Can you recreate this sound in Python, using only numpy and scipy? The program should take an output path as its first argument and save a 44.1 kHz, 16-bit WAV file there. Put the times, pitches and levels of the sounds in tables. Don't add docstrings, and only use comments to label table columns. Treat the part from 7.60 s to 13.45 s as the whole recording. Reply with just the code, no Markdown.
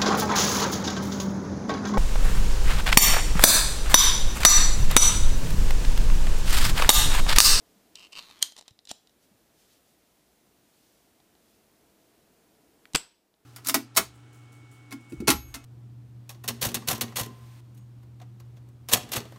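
import sys
import numpy as np
from scipy import signal
from scipy.fft import rfft, irfft
from scipy.io import wavfile

SR = 44100
rng = np.random.default_rng(int(sys.argv[2]) if len(sys.argv) > 2 else 0)


def store_pcm(level_fs):
    pcm = np.round(np.clip(level_fs, -1, 1) * 32767).astype(np.int16)
    wavfile.write(sys.argv[1], SR, np.atleast_2d(pcm).T)


N = 257984
TIME = np.arange(N) / SR

# (frequency [Hz], level [dB])
AIR_COLOUR = [(15, -51), (25, -29), (52, -6), (85, -8.5), (130, -9), (190, -7), (300, -4.5), (480, -9.5),
              (720, -10.5), (1000, -16), (2300, -18.5), (6000, -21), (15000, -22)]
# (time [s], gain [dB])
SWELL_RIDE = [(0, -67.5), (1.5, -73), (2.6, -78), (4.25, -68.5), (5.85, -68)]
# (frequency [Hz], level [dB])
SWELL_TONE = [(60, -13), (200, 0.5), (330, 0), (650, -6), (1100, -12), (2500, -19.5), (6000, -35)]
# (frequency [Hz], width [Hz], level [dB])
LOW_MODES = [(194, 30, -3), (320, 43, 1), (356, 25, -2), (445, 43, -1), (474, 8.3, -6.5), (640, 35, -4.5),
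             (690, 46, -4), (970, 30, -11)]
# (frequency [Hz], level [dB])
SKIN_COLOUR = [(800, -13.5), (1800, -10), (3000, -0.5), (5500, 0), (8000, -3.5), (12000, -5.5),
               (15000, -6.5)]
# (middle [s], length [s], level [dB])
FINGER_RUBS = [(.15, .6, -73), (1.64, .06, -68), (2.01, .1, -66), (2.13, .12, -65.5), (2.29, .1, -71),
               (3.27, .45, -70), (3.9, .25, -72.5), (4.4, .7, -77.5)]
# (time [s], level [dB], pitch [Hz], decay [s])
HAND_KNOCKS = [(.16, -56.5, 196, .025), (1.110, -37, 105, 0.0061), (1.3138, -34, 620, .0012),
               (1.313, -32.5, 243, 0.0035), (1.714, -53, 200, 0.011), (1.745, -57, 110, 0.011),
               (5.339, -42.5, 250, .0061)]
# (time [s], level [dB], bass [dB], treble [dB])
SHORT_TICKS = [(.3553, -36.5, -20, -1), (.3946, -48, -8, 0), (.5232, -51, -15, 10), (.53, -44, -8, -2),
               (.5912, -35, -17, -13), (.6250, -45.5, -5, -5), (.7002, -50, 8, 3), (.7912, -52, 3, 5),
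               (.8189, -35.5, -5, 2), (.8227, -33, -10, 8), (.8252, -27, -12, 5), (.9216, -41, 1.5, 6.5),
               (.9654, -36.5, 0, 1.5), (1.0110, -37.5, 3.5, 2.5), (1.0240, -45, 6, -2),
               (1.0802, -35, 0.5, 1), (1.0849, -44.5, -5, -7), (1.1080, -49, -5, -1),
               (1.1900, -42.5, -5.5, -10), (1.2530, -43, -22.5, 4.5), (1.2728, -39, -5.5, -3),
               (1.2928, -35, -8, 2), (1.3137, -24.5, 9, 10), (1.4723, -51.5, -13, -4.5),
               (1.495, -58, -6.5, -2.5), (3.602, -58, 7, -10), (3.752, -58.5, 5.5, -8),
               (5.3348, -41, -3, 5.5), (5.7400, -56.5, 4, -12)]
# (frequency [Hz], width [Hz], level [dB])
SHELL_MODES = [(780, 240, -3), (1980, 180, -8.5), (2880, 300, -6), (3600, 280, -2), (4050, 220, 1),
               (4870, 630, -4.5), (5700, 500, -4), (7230, 800, -7.5), (9600, 1200, -14.5),
               (13000, 2300, -22.5)]
# (start [s], length [s], level [dB], growth [dB], rod squeak in the mix [dB])
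PLUNGER_PUSHES = [(.357, .11, -62, 2.5, 6.3), (.529, .04, -55.5, 1, 7), (.572, .023, -50, 5, 0),
                  (.608, .115, -56.5, 2, -7), (.738, .085, -61, 2, -15), (.965, .035, -58, 0, -12),
                  (1.06, .035, -60, 0, -12)]
# (frequency [Hz], width [Hz], level [dB])
BARREL_MODES = [(1120, 280, -1), (2100, 840, -7), (3250, 340, -2), (3640, 200, -2), (4320, 260, -5),
                (4950, 520, -7), (6600, 1400, -15), (9000, 1100, -14), (12000, 2500, -26)]
# (frequency [Hz], width [Hz], level [dB])
ROD_MODES = [(2710, 190, -1.5), (3060, 290, -4.5), (4750, 400, -9), (5200, 300, -12), (7900, 490, -22.5)]
# (time [s], frequency [Hz])
PLUNGER_SWEEP = [(.45, 5100), (.59, 4450), (.67, 4050), (.73, 3550), (.8, 3200)]
# (frequency [Hz], level [dB])
FIZZ_COLOUR = [(5000, -20), (9000, -3), (12000, -3), (15000, 3)]
# (frequency [Hz], width [Hz], level [dB])
LATCH_MODES = [(1100, 550, -17), (2019, 350, -15.5), (3205, 140, 5), (4190, 160, 0.5), (4790, 300, -4),
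               (6330, 450, -3), (6850, 210, -3), (8700, 1100, -3), (9730, 970, -11.5), (11700, 600, -14),
               (14400, 500, -10.5)]
# (frequency [Hz], level [dB])
LATCH_BUZZ_COLOUR = [(300, -24.5), (900, -7.5), (2200, -10), (4000, 1), (5500, -2.5), (8000, -5),
                     (11000, -13), (15000, -18)]
# (frequency [Hz], level [dB])
SLIDER_COLOUR = [(300, -20), (2000, -19.5), (3200, -2), (4200, -7.5), (6500, -12), (10000, -19.5),
                 (15000, -37.5)]
# (frequency [Hz], width [Hz], level [dB])
BUTTON_MODES = [(1350, 400, 0.5), (2150, 590, 1.5), (3200, 600, -2.5), (4600, 900, -11.5)]
# (pitch [Hz], level [dB], decay [s])
RECOIL_THUDS = [(52, -24.5, .0067), (150, -18.5, .0063)]
# (frequency [Hz], level [dB])
RUSH_COLOUR = [(30, -4), (80, -12), (170, 5.5), (500, -2.5), (1500, -2), (2900, 4.5), (4000, 0), (5000, -2),
               (7000, -6.5), (10000, -7), (12000, -15.5), (15000, -14.5)]
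# (time [s], level [dB], bass [dB], treble [dB], spring drive [dB])
PISTON_HITS = [(5.3505, -15, 1, -5, -38.5), (5.3513, -26, 6, -4, -39), (5.3585, -18.5, 0, 4, -23),
               (5.3708, -44, -4.5, -1.5, -30), (5.3808, -45, 1.5, -3.5, -36)]
# (frequency [Hz], width [Hz], level [dB])
STOP_MODES = [(455, 80, 2.5), (645, 150, -7), (945, 230, -2), (1250, 280, 0), (1550, 300, -1),
              (2590, 160, 2), (3200, 390, -0.5), (3880, 620, -2), (4665, 600, 1), (6200, 700, -7.5),
              (7950, 880, -5), (9200, 710, -2.5), (14300, 1200, -13)]
# (frequency [Hz], level [dB], t60 [s])
SPRING_MODES = [(935, -27, 1.3), (7520, -5, .12), (7570, -2, 0.1), (7640, -7, .27), (7800, -7.5, 0.35),
                (7870, -9, .38), (7930, -7, .4), (8035, -7, .33), (8160, -8, .33), (8400, -12, .29),
                (9000, -18.5, .24)]
# (frequency [Hz], level [dB])
STOP_BUZZ_COLOUR = [(100, -9), (300, 0), (1800, 1), (2800, 3), (4000, 2.5), (5300, 5.5), (6500, -3),
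                    (8500, -4.5), (10500, -10.5), (15000, -8)]
# (frequency [Hz], level [dB], t60 [s])
REVERB_BANDS = [(100, -22.5, .3), (300, -15.5, .36), (800, -18, .3), (2000, -16, .32), (3959, -14.5, 0.36),
                (7100, -17, .28), (9000, -19, .28), (11000, -14.5, 0.33), (15000, -17, .22)]


def undb(db):
    return 10 ** (np.asarray(db) / 20)


def unit(x):
    return x / np.sqrt(np.mean(x ** 2))


def burst(x):
    return x * np.sqrt(.002 * SR / np.sum(x ** 2))


def add(out, s, x):
    start = int(s * SR)
    out[start:start + len(x)] += x[:N - start]


def colour(x, points):
    hz, db = np.transpose(points)
    size = 4096
    log_hz = np.log(np.arange(size // 2 + 1) * SR / size + 1)
    gain = undb(np.interp(log_hz, np.log(hz), db))
    cepstrum = irfft(np.log(gain))
    cepstrum[1:size // 2] *= 2
    cepstrum[size // 2 + 1:] = 0
    return signal.fftconvolve(x, irfft(np.exp(rfft(cepstrum))))[:len(x)]


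def hiss(points):
    return unit(colour(rng.standard_normal(N), points))


def body(modes):
    t = TIME[:SR // 20]
    return sum((-1) ** k * undb(db) * width * np.exp(-np.pi * width * t) * np.sin(2 * np.pi * hz * t)
               for k, (hz, width, db) in enumerate(modes))


def resonate(x, modes):
    return unit(signal.fftconvolve(x, body(modes))[:N])


def room_tone(air_db=-66, dull_db=-2, modes_db=-3):
    bed = undb(dull_db) * hiss(SWELL_TONE)
    bed += undb(modes_db) * resonate(rng.standard_normal(N), LOW_MODES)
    fader = undb(np.interp(TIME, *np.transpose(SWELL_RIDE)))
    return undb(air_db) * hiss(AIR_COLOUR) + fader * bed


def handling(grip_db=-82):
    rubs = sum(undb(db) * np.exp(-(2 * (TIME - s) / length) ** 2) for s, length, db in FINGER_RUBS)
    out = np.hypot(rubs, undb(grip_db)) * hiss(SKIN_COLOUR)
    for s, db, hz, decay_s in HAND_KNOCKS:
        add(out, s, undb(db) * thud(hz, decay_s))
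    return out


def thud(hz, decay_s):
    t = TIME[:SR // 8]
    return np.minimum(2 * hz * t, 1) * np.exp(-t / decay_s) * np.sin(2 * np.pi * hz * t)


def strike(modes, chatter, chatter_s, crack_db=-15.5):
    response = body(modes)
    t = TIME[:len(response)]
    grit = rng.standard_normal(len(t)) * np.exp(-t / chatter_s) * np.sqrt(t)
    force = chatter * grit / np.sqrt(np.sum(grit ** 2)) + (t == 0)
    ring = signal.fftconvolve(force, response)[:len(t)]
    crack = colour(grit, [(300, -25.5), (2500, 2.5), (8000, -.5), (15000, -7.5)])
    return burst(burst(ring) + undb(crack_db) * burst(crack))


def shade(x, bass_db, treble_db):
    tilt = [(1200, bass_db), (3000, 0), (4400, 0),
            (7000, treble_db), (9000, treble_db), (14000, treble_db - 3)]
    return burst(colour(x, tilt))


def tick(bass_db, treble_db):
    return shade(strike(SHELL_MODES, chatter=.7, chatter_s=.0017), bass_db, treble_db)


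def short_ticks():
    out = np.zeros(N)
    for s, db, bass_db, treble_db in SHORT_TICKS:
        add(out, s, undb(db) * tick(bass_db, treble_db))
    return out


def stroke(start_s, length_s, db, growth_db, attack_s, release_s):
    t = TIME - start_s
    edges = np.exp(np.minimum(t, 0) / attack_s - np.maximum(t - length_s, 0) / release_s)
    return undb(db + growth_db * np.clip(t / length_s, 0, 1)) * edges


def sweep(x, rows, width_hz):
    hz = np.interp(TIME, *np.transpose(rows))
    carrier = np.exp(2j * np.pi * np.cumsum(hz) / SR)
    pole = np.exp(-np.pi * width_hz / SR)
    return unit((carrier * signal.lfilter([1], [1, -pole], x / carrier)).real)


def plunger_scrape(slip_hz=270, scatter_db=4.2, grit_db=-6.5, fizz_db=-16, barrel_db=-2, sweep_db=-4):
    gaps, sizes = rng.standard_normal((1000, 2)).T
    times = np.cumsum(np.exp(.55 * gaps) / slip_hz)
    slips = np.zeros(N)
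    slips[(times * SR).astype(int) % N] = undb(scatter_db * np.clip(sizes, -2, 1))
    force = unit(slips) + undb(grit_db) * rng.standard_normal(N)
    rasp = undb(barrel_db) * resonate(force, BARREL_MODES)
    rasp += undb(sweep_db) * sweep(force, PLUNGER_SWEEP, width_hz=350)
    rasp += undb(fizz_db) * hiss(FIZZ_COLOUR)
    squeak = resonate(force, ROD_MODES)
    out = np.zeros(N)
    for s, length, db, growth_db, rod_db in PLUNGER_PUSHES:
        push = stroke(s, length, db, growth_db, attack_s=.005, release_s=.007)
        out += push * (rasp + undb(rod_db) * squeak)
    return out


def latch(at_s=.8265, db=-10):
    out = np.zeros(N)
    crack = strike(LATCH_MODES, chatter=.38, chatter_s=.00088, crack_db=-13)
    add(out, at_s, undb(db) * shade(crack, bass_db=-5.5, treble_db=.5))
    add(out, at_s, coil_rattle(db=-38, t60=.29, points=LATCH_BUZZ_COLOUR))
    return out


def coil_rattle(db, t60, points, dull_hz=7500, treble_s=.07):
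    t = TIME[:SR // 3]
    buzz = hiss(points)[:len(t)]
    dull = signal.sosfilt(signal.butter(3, dull_hz, fs=SR, output="sos"), buzz)
    envelope = undb(db - 60 * t / t60) * (1 - np.exp(-t / .002))
    return envelope * (dull + (buzz - dull) * np.exp(-t / treble_s))


def shell_creak(at_s=.9778, gap_s=.004, db=-38.5, count=5, scatter_db=1.5):
    out = np.zeros(N)
    for k, (late, size) in enumerate(rng.standard_normal((count, 2))):
        slip = undb(db + scatter_db * size) * tick(bass_db=3, treble_db=3)
        add(out, at_s + (k + .1 * late) * gap_s, slip)
    return out


def slider_return():
    run = stroke(start_s=1.291, length_s=.023, db=-44.5, growth_db=11, attack_s=.006, release_s=.0015)
    return run * hiss(SLIDER_COLOUR)


def button_click(at_s=5.2548, db=-45.5):
    out = np.zeros(N)
    add(out, at_s, undb(db) * strike(BUTTON_MODES, chatter=.6, chatter_s=.001))
    return out


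def piston_flight(recoil_s=5.3448):
    run = stroke(start_s=5.3482, length_s=.0128, db=-23.5, growth_db=3.5,
                 attack_s=.0008, release_s=.0018)
    out = run * hiss(RUSH_COLOUR)
    add(out, recoil_s, sum(undb(db) * thud(hz, decay_s) for hz, db, decay_s in RECOIL_THUDS))
    return out


def piston_slam(ring_db=-14.5, thud_db=-5, rattle_s=5.358):
    out = np.zeros(N)
    clash = burst(body([(7740, 180, 0)]))
    for s, db, bass_db, treble_db, spring_db in PISTON_HITS:
        crack = strike(STOP_MODES, chatter=.27, chatter_s=.0008)
        add(out, s, undb(db) * shade(crack, bass_db, treble_db))
        add(out, s, undb(db + thud_db) * thud(hz=280, decay_s=.0014))
        add(out, s, undb(spring_db) * clash)
        add(out, s, undb(spring_db + ring_db) * spring_ring())
    add(out, rattle_s, coil_rattle(db=-40.5, t60=.49, points=STOP_BUZZ_COLOUR))
    return out


def spring_ring(shimmer_rad=1.4, shimmer_hz=130, detune=.0037):
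    t = TIME[:SR // 2]
    out = 0
    for hz, db, t60 in SPRING_MODES:
        sway = np.interp(t * shimmer_hz, np.arange(100), rng.standard_normal(100))
        pitch = hz * (1 + detune * rng.standard_normal())
        out += undb(db - 60 * t / t60) * np.sin(2 * np.pi * pitch * t + shimmer_rad * sway)
    return out


def reverb(x, build_s=.004):
    hz, db, t60 = np.transpose(REVERB_BANDS)
    t = TIME[:SR // 5 * 4]
    noise = rfft(rng.standard_normal(len(t)))
    log_hz = np.log(np.arange(len(noise)) * SR / len(t) + 1)
    tail = 0
    for k, share in enumerate(np.eye(len(hz))):
        band = irfft(noise * np.interp(log_hz, np.log(hz), share), len(t))
        fade = undb(-60 * t / t60[k]) * (1 - np.exp(-(t / build_s) ** 2))
        tail += undb(db[k]) * band * fade / np.sqrt(np.sum(fade ** 2))
    return signal.fftconvolve(x, tail)[:N]


def scene():
    close = plunger_scrape() + slider_return() + latch()
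    close += short_ticks() + shell_creak()
    close += piston_flight() + button_click() + piston_slam()
    close += handling()
    return (close + reverb(close) + room_tone())[None]


def gain_control(x, threshold_db=-33, release_db_per_s=11, attack_s=.045, sidechain_hz=4000):
    window = SR // 50
    sidechain = signal.sosfilt(signal.butter(1, sidechain_hz, fs=SR, output="sos"), x[0])
    power = signal.lfilter(np.ones(window) / window, 1, sidechain ** 2)
    over_db = np.maximum(10 * np.log10(power + 1e-12) - threshold_db, 0)
    recovery_db = release_db_per_s * TIME
    duck_db = np.maximum.accumulate(over_db + recovery_db) - recovery_db
    step = 1 / (attack_s * SR)
    for _ in range(2):
        duck_db = signal.lfilter([step], [1, step - 1], duck_db)
    return x * undb(-duck_db)


def record(dry, top_hz=15400):
    top_cut = signal.ellip(10, .2, 70, top_hz, fs=SR, output="sos")
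    return signal.sosfilt(top_cut, np.tanh(gain_control(dry)))


dry = scene()
out = record(dry)
store_pcm(out)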